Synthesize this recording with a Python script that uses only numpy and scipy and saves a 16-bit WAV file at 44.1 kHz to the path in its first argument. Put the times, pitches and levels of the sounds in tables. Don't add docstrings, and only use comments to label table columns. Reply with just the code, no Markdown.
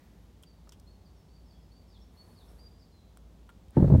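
import sys
import numpy as np
from scipy import signal
from scipy.fft import rfft, irfft, next_fast_len
from scipy.io import wavfile
from scipy.ndimage import map_coordinates

SR = 44100
rng = np.random.default_rng(int(sys.argv[2]) if len(sys.argv) > 2 else 0)


def int16_out(signal):
    q = np.round(np.clip(np.atleast_2d(signal).T, -1, 1) * 32767)
    wavfile.write(sys.argv[1], SR, q.astype(np.int16))


N = 176400
SHARP_RISE_S = 0.00055

# start and length in seconds, first and last pitch in Hz,
# depth of the opening upward scoop in Hz, level in dB before the direct and echo gains.
WHISTLES = [(0.456, 0.069, 4680, 4480, 0.5, -68), (.86, 0.057, 4280, 4410, 500, -69),
            (1.279, 0.092, 4380, 4710, -2, -70.5), (1.703, 0.082, 4440, 4625, 100, -69),
            (2.164, .06, 4440, 4420, 799, -66), (2.582, .097, 4830, 4795, 700.5, -64.5)]
# start and length in seconds, first and last pitch in Hz,
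# level in dB before the direct and echo gains.
SLURS = [(1.045, .036, 5120, 4270, -71), (1.14, .08, 5620, 5270, -74.5), (1.453, .08, 5580, 4300, -71.5),
         (1.525, .055, 3450, 3250, -73.5), (1.584, 0.072, 5170, 4950, -73.5),
         (1.875, .095, 5650, 3850, -71), (1.929, 0.052, 3970, 3160, -68.5),
         (2.003, .043, 5520, 5400, -69.5), (2.337, .095, 5500, 3303, -70),
         (2.476, 0.022, 5680, 5150, -68.5), (2.787, 0.053, 5650, 4310, -68.5),
         (2.914, 0.1, 4230, 3880, -72)]

def birds(scoop_s=0.00705, nearest_db=-65):
    t, song, direct = clock(), np.zeros(N), np.zeros(N)
    slurs = [(start, length, first, last, 0, db) for start, length, first, last, db in SLURS]
    for start, length, first, last, scoop, db in WHISTLES + slurs:
        age = np.clip(t - start, 0, length)
        pitch = first * (last / first) ** (age / length) - scoop * np.exp(-age / scoop_s)
        note = amp(db) * wavering_tone(start, start + length, pitch)
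        song += note
        direct += amp(min(db - nearest_db, 0)) * note
    walls = amp(-6) * echo(t60=0.15)
    trees = amp(-4.5) * echo(t60=0.7)
    return direct + signal.fftconvolve(song, walls + trees)[:N]


# time in seconds, rumble level in dB.
PRESSURE = [(3.735, -68), (3.772, -20), (3.965, -21.5), (4, -19.5)]
# start in seconds, thud level in dB, scrape level in dB.
SLIPS = [(3.768, -18.5, -14.5), (3.775, -7, -15), (3.799, -18, -16.5), (3.824, -10, -15.5),
         (3.842, -11, -14), (3.878, -20.5, -23), (3.901, -15, -14.5), (3.92, -8, -17), (3.936, -12.5, -17),
         (3.947, -10, -16), (3.955, -24.5, -24), (3.981, -14.5, -30.5)]
# frequency in Hz, relative spectral density in dB.
DRAG_RUMBLE = [(25, -30), (50, -5.5), (75, 6.5), (170, 1), (260, -6), (500, -30.5), (2000, -67)]
DRAG_HISS = [(1700, 1), (2400, -7.5), (3700, -12), (4300, -9.5), (4800, -16), (9500, -20), (15500, -30)]
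SLIP_SCRAPE = [(60, -12), (280, 8), (450, -2.5), (600, -5.5), (740, -17), (880, -15), (1100, -25),
               (1600, -35.5), (2100, -50), (8000, -77)]

def finger_on_microphone(landing_s=3.768, ring_hz=884.3, thud_hz=118, rise_s=0.0016):
    t = clock()
    contact = np.clip((t - landing_s) / 0.045 + 1, 0, 1)
    rumble = amp(np.interp(t, *np.transpose(PRESSURE))) * noise(DRAG_RUMBLE)
    out = contact * (rumble + amp(-57) * noise(DRAG_HISS))
    out += amp(-27.5) * np.sin(2 * np.pi * ring_hz * t) * decay(landing_s, rise_s, t60=0.11)
    scrape = noise(SLIP_SCRAPE)
    for start, thud_db, scrape_db in SLIPS:
        pitch = thud_hz * np.exp(0.2 * rng.standard_normal())
        thud = np.sqrt(2) * np.sin(2 * np.pi * pitch * (t - start))
        out += amp(thud_db) * thud * decay(start, rise_s, t60=0.075)
        out += amp(scrape_db) * scrape * decay(start, rise_s, t60=0.049)
    return out


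# start in seconds, 60 dB decay time in seconds,
# then the levels in dB of the low knock, middle ring, bright ring and tick.
CLICKS = [(.426, 0.017, -76, -66, -66, -54.5), (.434, 0.033, -59.5, -55, -60.5, -58),
          (.672, 0.027, -53.5, -77, -78, -88), (.692, 0.018, -54, -63, -46, -63),
          (0.721, 0.068, -62, -53.5, -57, -61), (.798, 0.012, -78, -67, -51.5, -54.5),
          (3.172, 0.012, -48, -65, -58, -51), (3.491, 0.042, -52, -59, -73, -67),
          (3.502, 0.0095, -55.5, -60, -65.5, -60.5), (3.682, 0.017, -77, -59.5, -65, -66),
          (3.707, 0.0091, -75, -85, -78, -52.5)]
# frequency in Hz, relative spectral density in dB.
CASE_RESONANCES = [
    [(600, -17), (1150, -2), (1400, -5), (1550, -9), (1800, -8.5), (3000, -34)],
    [(1500, -32), (2500, -8), (2850, -3), (3250, 3.5), (5000, -34)],
    [(3500, -20), (5100, 2), (6800, -5.5), (8300, -6.5), (9600, -19.5)],
    [(4000, -42), (8000, 7), (15500, -2.5)],
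]

def case_clicks(tap_s=3.491, tap_hz=1395):
    out = amp(-53) * np.sin(2 * np.pi * tap_hz * clock()) * decay(tap_s, SHARP_RISE_S, t60=0.085)
    for k, spectrum in enumerate(CASE_RESONANCES):
        envelope = sum(amp(db[k]) * decay(start, SHARP_RISE_S, t60) for start, t60, *db in CLICKS)
        out += envelope * noise(spectrum)
    return out


# time in seconds, hiss level in dB.
BRUSH_STROKE = [(2.1, -91), (2.16, -79.5), (2.3, -76), (2.38, -78.5), (2.53, -74), (2.82, -93.5)]
# frequency in Hz, relative spectral density in dB.
BRUSH_HISS = [(1500, -9.5), (7000, -12), (8600, -0.5), (12800, -3), (13600, -16)]
BRUSH_RUSTLE = [(100, -25), (400, 0.5), (1100, -7.5), (4000, -27)]

def finger_brush():
    level_db = np.interp(clock(), *np.transpose(BRUSH_STROKE)) + 0.89 * wobble(52)
    return amp(level_db) * (noise(BRUSH_HISS) + amp(9) * noise(BRUSH_RUSTLE))


# frequency in Hz, relative spectral density in dB.
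GRIP_RUSTLE = [(1200, -8), (1900, 3), (2900, -8), (10000, -17)]

def grip():
    squeak_hz = 11700 + 450 * np.sin(2 * np.pi * 6.7 * clock())
    squeak = amp(-86.5) * wavering_tone(start=0, end=0.29, hz=squeak_hz)
    rustle = amp(-72) * noise(GRIP_RUSTLE) * decay(0, SHARP_RISE_S, t60=2)
    return squeak + rustle


# frequency in Hz, relative spectral density in dB.
BACKGROUND = [(20, -32.5), (50, -6.5), (90, -5.5), (120, -17), (165, -10), (290, -19), (500, -25),
              (900, -29.5), (1500, -39), (2700, -41.5), (3400, -39.5), (6500, -44.5), (10300, -51)]

def ambience(hum_hz=56.1):
    pitch = hum_hz + 1.47 * wobble(5)
    hum = np.sqrt(2) * np.sin(2 * np.pi * np.cumsum(pitch) / SR)
    rumble = amp(-57 + 0.26 * wobble(4.16)) * noise(BACKGROUND)
    return rumble + amp(-58 + 2.5 * wobble(4.7)) * hum


def wavering_tone(start, end, hz, attack_s=0.014, release_s=0.006):
    t = clock()
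    gate = np.clip((t - start) / attack_s, 0, 1) * np.clip((end - t) / release_s, 0, 1)
    phase = 2 * np.pi * np.cumsum(hz * (1 + 0.007 * wobble(120))) / SR
    flutter = amp(2.2 * wobble(53))
    return np.sqrt(2) * gate * flutter * np.sin(phase)


def echo(t60):
    tail = rng.standard_normal(N) * decay(0, SHARP_RISE_S, t60)
    return tail / np.linalg.norm(tail)


def decay(start, rise, t60):
    age = np.maximum(clock() - start, 0)
    return (1 - np.exp(-age / rise)) * np.exp(-np.log(1000) * age / t60)


def noise(spectrum):
    points_hz, points_db = np.transpose(spectrum)
    hz = np.fft.rfftfreq(N, 1 / SR)
    gain = amp(np.interp(np.log(hz + 1), np.log(points_hz), points_db))
    shaped = irfft(rfft(rng.standard_normal(N)) * gain, N)
    return shaped / np.sqrt(np.mean(shaped ** 2) + 1e-20)


def wobble(rate):
    return map_coordinates(rng.standard_normal(int(N * rate / SR) + 4), [clock() * rate])


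def amp(db):
    return 10 ** (np.asarray(db) / 20)


def clock():
    return np.arange(N) / SR


def scene():
    return (ambience() + birds() + grip() + case_clicks() + finger_brush() + finger_on_microphone())[None]


def record(dry, low_cut_hz=27, top_hz=15850, fade_s=0.003):
    highpassed = signal.sosfilt(signal.butter(2, low_cut_hz, "highpass", fs=SR, output="sos"), dry)
    fade = np.sin(np.pi / 2 * np.clip((N / SR - clock()) / fade_s, 0, 1)) ** 2
    padded = next_fast_len(N + SR // 2)
    passband = np.fft.rfftfreq(padded, 1 / SR) < top_hz
    return irfft(rfft(highpassed * fade, padded) * passband, padded)[:, :N]


dry = scene()
out = record(dry)
int16_out(out)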